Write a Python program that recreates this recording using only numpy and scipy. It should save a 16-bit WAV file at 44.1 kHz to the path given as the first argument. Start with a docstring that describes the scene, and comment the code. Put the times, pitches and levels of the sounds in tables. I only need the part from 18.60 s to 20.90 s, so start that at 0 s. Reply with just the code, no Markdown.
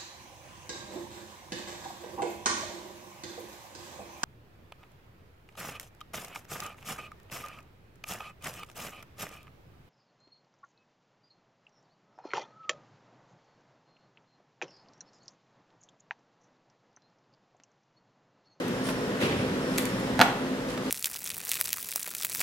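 """Machines hum in a workshop stacked with metal rims; close by, a bladed tool snips, scrapes and taps.
Something heavy lands far off in the hall, as filtered noise that swells and dies away.
A piece of metal is then dropped on a pile: low sine bumps, a clatter of damped modes and noise cracks,
and a brief chatter of the rims, which the room answers with a tail of decaying noise."""
import sys
import numpy as np
from scipy import signal
from scipy.fft import rfft, irfft, next_fast_len
from scipy.io import wavfile
from scipy.ndimage import uniform_filter1d, map_coordinates

SR = 44100
rng = np.random.default_rng(int(sys.argv[2]) if len(sys.argv) > 2 else 0)


def to_wav(sig):
    """Store sig (one row per channel, or 1-D mono) as 16-bit WAV at the path in sys.argv[1].

    Samples outside -1..1 are clipped; the rate is SR.
    """
    pcm = np.clip(np.atleast_2d(sig), -1, 1) * 32767
    pcm = np.round(pcm).astype(np.int16)
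    wavfile.write(sys.argv[1], SR, pcm.T)  # frames by channels


N = 101430

# stereo width of noise, room and modes: (frequency [Hz], side over mid [ratio])
WIDTH = [(60, 0.11), (200, 0.062), (600, 0.3), (1200, 0.52), (2500, 0.95), (12000, 1)]
# spectrum of the noise where metal strikes metal: (frequency [Hz], level [dB])
CRACK = [(40, -48), (200, -42), (500, -22), (800, -8), (1400, 3), (2500, 0), (4500, -10.5), (6000, -11),
         (9000, -19), (13000, -18), (16000, -38)]
CRACK_T60 = 0.014  # s
METAL_PAN_DB = -1  # left over right, of the dropped metal and the pile
TREBLE_HZ = 2530  # where a contact's treble begins
BLADE_WIDTH = 0.6  # side over mid of snips and taps


def amp(db):
    """Level to amplitude: 20 dB is a factor of ten."""
    return 10 ** (np.asarray(db) / 20)


def unit(x):
    """Normalization: scale to rms 1."""
    return x / np.sqrt(np.mean(x ** 2) + 1e-20)


def along(points, hz):
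    """Interpolation of (frequency [Hz], value) points along a logarithmic frequency axis."""
    f, v = np.transpose(points)
    return np.interp(np.log(hz + 1), np.log(f + 1), v)


def since(s):
    """Elapsed time: seconds since s, zero before it."""
    return np.maximum(np.arange(N) / SR - s, 0)


def fade(t, t60):
    """Exponential decay: the level falls 60 dB in t60 seconds."""
    return np.exp(-np.log(1000) * t / t60)


def onset(t, rise):
    """Exponential build-up from zero towards 1, with time constant rise in seconds."""
    return 1 - np.exp(-t / rise)


def wobble(rate):
    """Band-limited fluctuation: a smooth random curve with rate knots a second."""
    return map_coordinates(rng.standard_normal(4096), [np.arange(N) * rate / SR], mode="wrap")


def pair(mid, side):
    """Sum and difference stereo: left is mid plus side, right is mid minus side."""
    return np.array([mid + side, mid - side])


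def panned(db, pan_db):
    """Level difference panning: left and right gains pan_db apart around db."""
    return amp([[db + pan_db / 2], [db - pan_db / 2]])


def filtered(x, response):
    """Linear filtering: the spectrum of x times a response of frequency."""
    m = next_fast_len(N + SR // 2)
    return irfft(rfft(x, m) * response(np.fft.rfftfreq(m, 1 / SR)), m)[..., :N]


def coloured(x, points, size=2048):
    """Minimum-phase filtering: a causal response of unit energy, found by folding the cepstrum."""
    cepstrum = irfft(np.log(amp(along(points, np.fft.rfftfreq(size, 1 / SR)))))
    cepstrum[1:size // 2] *= 2
    cepstrum[size // 2 + 1:] = 0
    h = irfft(np.exp(rfft(cepstrum)))
    return signal.fftconvolve(x, h[None] / np.linalg.norm(h), axes=1)[:, :N]


def mid_side_gains(spectrum, hz):
    """Frequency-dependent width: gains of mid and side for a (frequency [Hz], level [dB]) spectrum."""
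    return amp(along(spectrum, hz)) * np.array([np.ones_like(hz), along(WIDTH, hz)])


def diffuse(spectrum):
    """Diffuse field: noise of rms 1, nearly mono in the bass and wide in the treble."""
    noise = rng.standard_normal((2, N))
    return unit(pair(*filtered(noise, lambda hz: mid_side_gains(spectrum, hz))))


def dying(x, t60s):
    """Frequency-dependent decay: each band of x dies at its own speed."""
    hz, t, z = signal.stft(x, SR, nperseg=512)
    decay = amp(-60 * t / along(t60s, hz)[:, None])
    return signal.istft(z * decay, SR, nperseg=512)[1][:, :N]


def burst(t, width, t60):
    """Impact noise: an exponentially dying stereo burst."""
    noise = rng.standard_normal((2, len(t))) * [[1], [width]]
    return pair(*noise) * fade(t, t60)


def struck(modes, t, scatter_db):
    """Modal synthesis: one stereo ring of damped sines, each blow weighting its modes anew."""
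    ring_width = 0.66
    rings = np.array([amp(db + scatter_db * rng.normal()) * fade(t, t60) * np.sin(2 * np.pi * hz * t)
                      for hz, db, t60 in modes])
    mid = rng.choice([-1, 1], len(modes)) @ rings
    side = ring_width * rng.standard_normal(len(modes)) @ rings
    return pair(mid, side)


def add(track, s, x, treble_db):
    """Superposition: lay one contact into the track, its treble raised or lowered by treble_db."""
    low = signal.lfilter(*signal.butter(1, TREBLE_HZ, fs=SR), x)
    part = track[:, round(s * SR):][:, :x.shape[1]]
    part += (low + amp(treble_db) * (x - low))[:, :part.shape[1]]


def room(x):
    """Reverberation: a near sound convolved with coloured noise that decays band by band."""
    # reverberation time: (frequency [Hz], t60 [s])
    decay_times = [(200, 0.34), (800, 0.44), (2000, 0.6), (5000, 0.41), (12000, 0.28)]
    # colour of the tail: (frequency [Hz], level [dB])
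    colour = [(150, -5), (500, 12), (900, 8.5), (1500, 0), (2500, -3.5), (3500, -0.5), (5000, -4),
              (12000, 0)]
    rise_s = 0.0013
    hz, t, z = signal.stft(rng.standard_normal((2, SR // 2)), SR, nperseg=256)
    envelope = fade(t, along(decay_times, hz)[:, None]) * onset(t, rise_s)
    z = z * mid_side_gains(colour, hz)[..., None] * envelope
    tail = pair(*signal.istft(z, SR, nperseg=256)[1])
    return signal.fftconvolve(x.mean(0)[None], tail / np.linalg.norm(tail[0]), axes=1)[:, :N]


def machines():
    """Narrow-band modulation: motor lines waver in amplitude and phase over the hall's broadband rush."""
    # motor lines: (frequency [Hz], mid level [dB rms], unsteadiness [ratio])
    lines = [(119.4, -49.5, 0.42), (204.2, -46.5, 1), (259.4, -38, 0.22), (367.2, -48.5, 0.96),
             (430.3, -47, 0.13), (497.6, -44.5, 0.31), (546.5, -50.5, 1), (583.4, -52.5, 0.12)]
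    # spectrum of the rush: (frequency [Hz], level [dB])
    rush_spectrum = [(21, -46), (35, -14.5), (86, -25), (105, -16), (195, -4), (227, -8), (258, -5.5),
                     (325, -9), (420, -10), (454, -12.5), (490, -9.5), (758, -20), (840, -18),
                     (1960, -22.5), (2220, -28), (3020, -29), (12400, -46.5), (16000, -56.5)]
    # slow change of the rush: (time [s], level [dB])
    rush_swell = [(0, 0), (.5, 0.24), (1.1, 0.4), (1.5, 1), (1.95, -1), (2.3, -2)]
    waver_rate, hum_width = 14, 0.07  # knots a second, side over mid
    rush_db, patchy_db = -32, 0.6

    hum = np.zeros((2, N))
    for hz, db, unsteady in lines:
        swell = 1 + unsteady * (wobble(waver_rate) + 1j * wobble(waver_rate))
        tone = swell * np.exp(2j * np.pi * (hz * since(0) + rng.random()))
        hum += amp(db) * pair(unit(tone.real), hum_width * wobble(waver_rate) * tone.imag)

    # the rush is slightly uneven over time and frequency
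    z = signal.stft(diffuse(rush_spectrum), nperseg=512)[2]
    patches = uniform_filter1d(rng.standard_normal(z.shape[1:]), 6, 0)
    patches = uniform_filter1d(patches, 14, 1)
    rush = signal.istft(z * amp(patchy_db * unit(patches)), nperseg=512)[1][:, :N]
    swell_db = np.interp(since(0), *np.transpose(rush_swell))
    return hum + amp(rush_db + swell_db) * rush


def shears():
    """Impulsive excitation: the blades' bright noise clicks each set off a short modal ring."""
    # clicks: (time [s], level [dB], treble [dB], pan, left over right [dB])
    snips = [(0.082, -46, 10, -2), (0.3, -33, -3, 0), (1.1781, -21, -6, 0), (1.1825, -20, 2.5, -1),
             (1.1835, -16.5, -12, -7), (1.2547, -32, 7.5, -1), (1.399, -37.5, -1.5, 5)]
    # spectrum of a click: (frequency [Hz], level [dB])
    blade_spectrum = [(300, -11), (1400, -4), (2250, 5), (3000, -1.5), (4300, 0.5), (5200, -3.5),
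                      (6600, -0.5), (9000, -1), (10000, -2), (11200, 1.5), (12700, -1), (14000, -8),
                      (16000, -15)]
    # ring of the blades: (frequency [Hz], level [dB], t60 [s])
    blade_modes = [(1787, -1, 0.085), (2000, -1.5, 0.095), (2343, -1, 0.073), (3460, -6.5, .1),
                   (4480, -1, .08)]
    click_t60, ring_db, wet_db = 0.01, -19, -0.5  # s, dB, dB
    out, t = np.zeros((2, N)), np.arange(SR // 10) / SR
    for s, db, treble_db, pan_db in snips:
        track = np.zeros((2, N))
        click = burst(t, BLADE_WIDTH, click_t60)
        add(track, s, click * panned(db, pan_db), treble_db)
        near = coloured(track, blade_spectrum)
        ring = struck(blade_modes, t, scatter_db=1.5)
        add(near, s, amp(db + ring_db) * ring, treble_db)
        out += near + amp(wet_db) * room(near)
    return out


def handling(grain_db=2, grain_rate=300):
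    """Friction: rubs are grainy noise, and thin metal sings as fluttering tones that ring on after a hold."""
    # rubbing of blades and wrapping: (time [s], length [s], level [dB])
    rubs = [(0.204, 0.16, -41.5), (1.003, 0.32, -45.5), (1.423, 0.095, -50), (2.047, 0.14, -43),
            (2.185, 0.18, -43.5)]
    # spectrum of a rub: (frequency [Hz], level [dB])
    rub_spectrum = [(200, -7), (900, -2), (2000, -4), (5000, -8.5), (12000, -16.5), (16000, -30)]
    # singing of the blades: (time [s], hold [s], lower tone level [dB], upper tone level [dB])
    zings = [(0.135, 0.32, -54.5, -75), (0.232, 0.032, -66, -49), (0.766, 0.04, -53, -57),
             (1.01, 0.12, -54, -62), (1.28, 0.16, -54.5, -62)]
    # centres of the two tones: (lower [Hz], upper [Hz])
    zing_hz = (5350, 9300)
    flutter_hz, flutter_rate = 95, 500  # depth in Hz, knots a second
    rise_s, zing_t60 = 0.011, 0.59

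    strokes = sum(amp(db) * np.sin(np.pi * np.minimum(since(s) / length, 1)) ** 2
                  for s, length, db in rubs)
    out = diffuse(rub_spectrum) * strokes * amp(grain_db * wobble(grain_rate))
    for k, hz in enumerate(zing_hz):
        level = sum(amp(levels[k]) * np.minimum(since(s) / rise_s, 1) * fade(since(s + hold), zing_t60)
                    for s, hold, *levels in zings)
        # left and right flutter independently
        pitch = hz + flutter_hz * np.array([wobble(flutter_rate), wobble(flutter_rate)])
        tone = np.sin(2 * np.pi * np.cumsum(pitch, axis=1) / SR)
        out += level * unit(tone * amp(grain_db * wobble(grain_rate)))
    return out


def taps():
    """Soft contact: a touch of the tool on the floor is noise with a blurred onset and a short decay."""
    # touches: (time [s], level [dB])
    tap_times = [(.287, -25.5), (2.175, -30)]
    # spectrum of a touch: (frequency [Hz], level [dB])
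    tap_spectrum = [(200, -9), (800, -3), (1500, 1.5), (2400, -7), (3400, -6), (5000, -16), (12000, -25)]
    t60, rise_s, wet_db = 0.034, 0.0009, -3
    touches = sum(amp(db) * onset(since(s), rise_s) * fade(since(s), t60) for s, db in tap_times)
    near = coloured(touches * rng.standard_normal((2, N)), tap_spectrum)
    near = pair(near[0], BLADE_WIDTH * near[1])
    return near + amp(wet_db) * room(near)


def far_blow(grain_db=1.0, grain_rate=120):
    """Distant impact in a reverberant field: a rattling swell of noise, then the hall's slower boom."""
    # spectrum of the crash: (frequency [Hz], level [dB])
    crash_spectrum = [(30, -20), (70, -16), (125, 9), (180, 0.5), (300, 7), (450, 6), (700, -4.5),
                      (1200, -7.5), (2800, -7), (5000, -18.5), (7000, -22.5), (12000, -25.5), (16000, -39)]
    # decay of the crash: (frequency [Hz], t60 [s])
    crash_t60 = [(80, 0.71), (300, 1.3), (1000, 1.2), (3000, 1.05), (12000, 0.51)]
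    # spectrum of the boom: (frequency [Hz], level [dB])
    boom_spectrum = [(30, -22), (55, -7), (120, 0.5), (180, -3.5), (260, -1.5), (400, -21), (700, -37),
                     (2000, -66)]
    start_s = 0.6
    crash_db, crash_rise_s = -23.5, 0.012
    boom_db, boom_rise_s, boom_t60 = -24.5, 0.16, 1.58
    t = since(0)
    rattle = amp(crash_db + grain_db * wobble(grain_rate))
    crash = rattle * dying(diffuse(crash_spectrum), crash_t60) * onset(t, crash_rise_s)
    boom = amp(boom_db) * diffuse(boom_spectrum) * fade(t, boom_t60) * onset(t, boom_rise_s)
    return np.pad(crash + boom, ((0, 0), (round(start_s * SR), 0)))[:, :N]


def thuds():
    """Damped oscillation: low bumps on the floor, sines that sag a little in pitch as they die."""
    # bumps: (time [s], starting frequency [Hz], level [dB], rise [s], t60 [s])
    bumps = [(0.632, 109, -24, .012, 0.16), (1.515, 76, -29, 0.036, 0.26), (1.59, 126, -11, 0.01, 0.057),
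             (1.598, 245, -6, 0.0039, 0.041), (1.6138, 257, -15, 0.0026, 0.066)]
    sag = 0.021  # part of the phase lost once the bump has died
    out = np.zeros(N)
    for s, hz, db, rise, t60 in bumps:
        t = since(s)
        turns = hz * t * (1 - sag * (1 - fade(t, t60)))
        out += amp(db) * onset(t, rise) * fade(t, t60) * np.sin(2 * np.pi * turns)
    return out


def clatter():
    """Modal excitation: each contact knocks, cracks and rings the same damped modes in its own balance."""
    # contacts of the dropped metal:
    # (time [s], level [dB], treble [dB], deep modes [dB], middle modes [dB], pitch [ratio])
    contacts = [(1.5929, -13, 4, 9, 3, 0.98), (1.6019, -9, -4, 4.5, 6, 1), (1.6077, -17, -7, 17, 9, 1),
                (1.6136, -0.5, 4.5, 0, 0.5, 1), (1.6176, -4, 2.5, 1, 1.5, 1),
                (1.6254, -7.5, -11, 4.5, 3.5, 1.02), (1.6325, -24, 2, -6, 0, 1.2),
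                (1.640, -24, -2, 9, -8, 1.03), (1.689, -26, -8, 10.5, 9, 0.97)]
    # its modes: (frequency at pitch ratio 1 [Hz], level [dB], t60 [s])
    metal_modes = [(736, -9.5, 0.077), (813, -5, 0.077), (886, -9.5, 0.078), (930, -6, 0.045),
                   (1476, -3.5, 0.043), (1660, 1.5, 0.02), (1940, -13.5, 0.026), (2227, -14.5, 0.047),
                   (2840, -20, 0.01), (3376, -11, 0.023), (3970, -10.5, 0.015), (4070, -9, 0.017),
                   (4540, -14.5, 0.023)]
    deep_hz, middle_hz = 1100, 2100  # upper edges of the deep and the middle modes
    ring_db, crack_db, knock_db = -12, -13.5, 6
    ring_wet_db, crack_wet_db = -13, -5  # sent to the room
    lean, width = 0.13, 0.47  # the higher modes radiate to the right; random side over mid
    radiate_hz = 517  # the thin metal radiates little below this

    def lift_db(hz, deep_db, middle_db):
        """Mode weighting: the lift of a mode by its frequency band."""
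        if hz < deep_hz:
            return deep_db
        return middle_db if hz < middle_hz else 0

    out, t = np.zeros((2, N)), np.arange(SR // 4) / SR
    mode_width = along(WIDTH, np.array(metal_modes)[:, 0])
    for s, db, treble_db, deep_db, middle_db, pitch in contacts:
        rings, cracks = np.zeros((2, 2, N))
        modes = np.array([amp(level + lift_db(hz, deep_db, middle_db) + rng.normal(0, 1))
                          * fade(t, t60) * np.sin(2 * np.pi * hz * pitch * t)
                          for hz, level, t60 in metal_modes])
        spread = mode_width * (lean + width * rng.standard_normal(len(metal_modes)))
        ring = pair(-modes.sum(0), spread @ modes)
        crack = burst(t, width, CRACK_T60)
        knock = amp(knock_db) * (t == 0)  # the single push of first touch
        add(rings, s, amp(db + ring_db) * ring, treble_db)
        add(cracks, s, amp(db) * (amp(crack_db) * crack - knock), treble_db)
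        rings = signal.lfilter(*signal.butter(2, radiate_hz, "high", fs=SR), rings)
        cracks = coloured(cracks, CRACK)
        out += (rings + cracks) * panned(0, METAL_PAN_DB)
        out += room(amp(ring_wet_db) * rings + amp(crack_wet_db) * cracks)
    return out


def pile(count=20):
    """Scaling of modes: rims tick and ring ever more weakly, larger ones lower and longer."""
    # modes of a rim of size 1: (frequency [Hz], level [dB], t60 [s])
    rim_modes = [(775, -2, 0.11), (950, 0, 0.073), (1130, -7, .07), (1210, -6, 0.07), (1340, -2, 0.075),
                 (1430, 3, 0.11), (1680, -8, 0.086), (1745, -5, .08), (1885, -8, .05)]
    start_s, length_s, wet_db = 1.624, 0.085, -13
    rattle_db, fall_db_per_s = -38.5, 60
    size_spread, tick_db, tick_treble_db = 0.016, -3, 2
    rings, ticks = np.zeros((2, 2, N))
    t = np.arange(SR // 5) / SR
    # one contact at a random moment in each equal slot
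    for delay in length_s * (np.arange(count) + rng.random(count)) / count:
        gain = amp(rattle_db - fall_db_per_s * delay)
        size = 1 + size_spread * rng.normal()
        ring = struck(rim_modes, t / size, scatter_db=0)
        tick = amp(tick_db) * rng.standard_normal((2, len(t))) * fade(t, CRACK_T60)
        add(rings, start_s + delay, gain * ring, 0)
        add(ticks, start_s + delay, gain * tick, tick_treble_db)
    near = rings + coloured(ticks, CRACK)
    return near * panned(0, METAL_PAN_DB) + amp(wet_db) * room(near)


def scene():
    """Superposition and time-difference stereo: the left microphone hears the hall first."""
    lead_s = 0.00019  # left ahead of right
    left_right = np.array([[1], [-1]])
    far = machines() + far_blow()
    hall = filtered(far, lambda hz: np.exp(1j * np.pi * hz * lead_s * left_right))
    return hall + shears() + handling() + taps() + thuds() + clatter() + pile()


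def record(dry):
    """Band limiting and saturation: deep bass is cut, peaks round off at full scale, the top is removed."""
    low_cut_hz, top_hz = 36, 16000
    x = signal.sosfilt(signal.butter(4, low_cut_hz, "high", fs=SR, output="sos"), dry)
    rounded = x / (1 + np.abs(x) ** 8) ** (1 / 8)
    return filtered(rounded, lambda hz: hz < top_hz)


dry = scene()
out = record(dry)
to_wav(out)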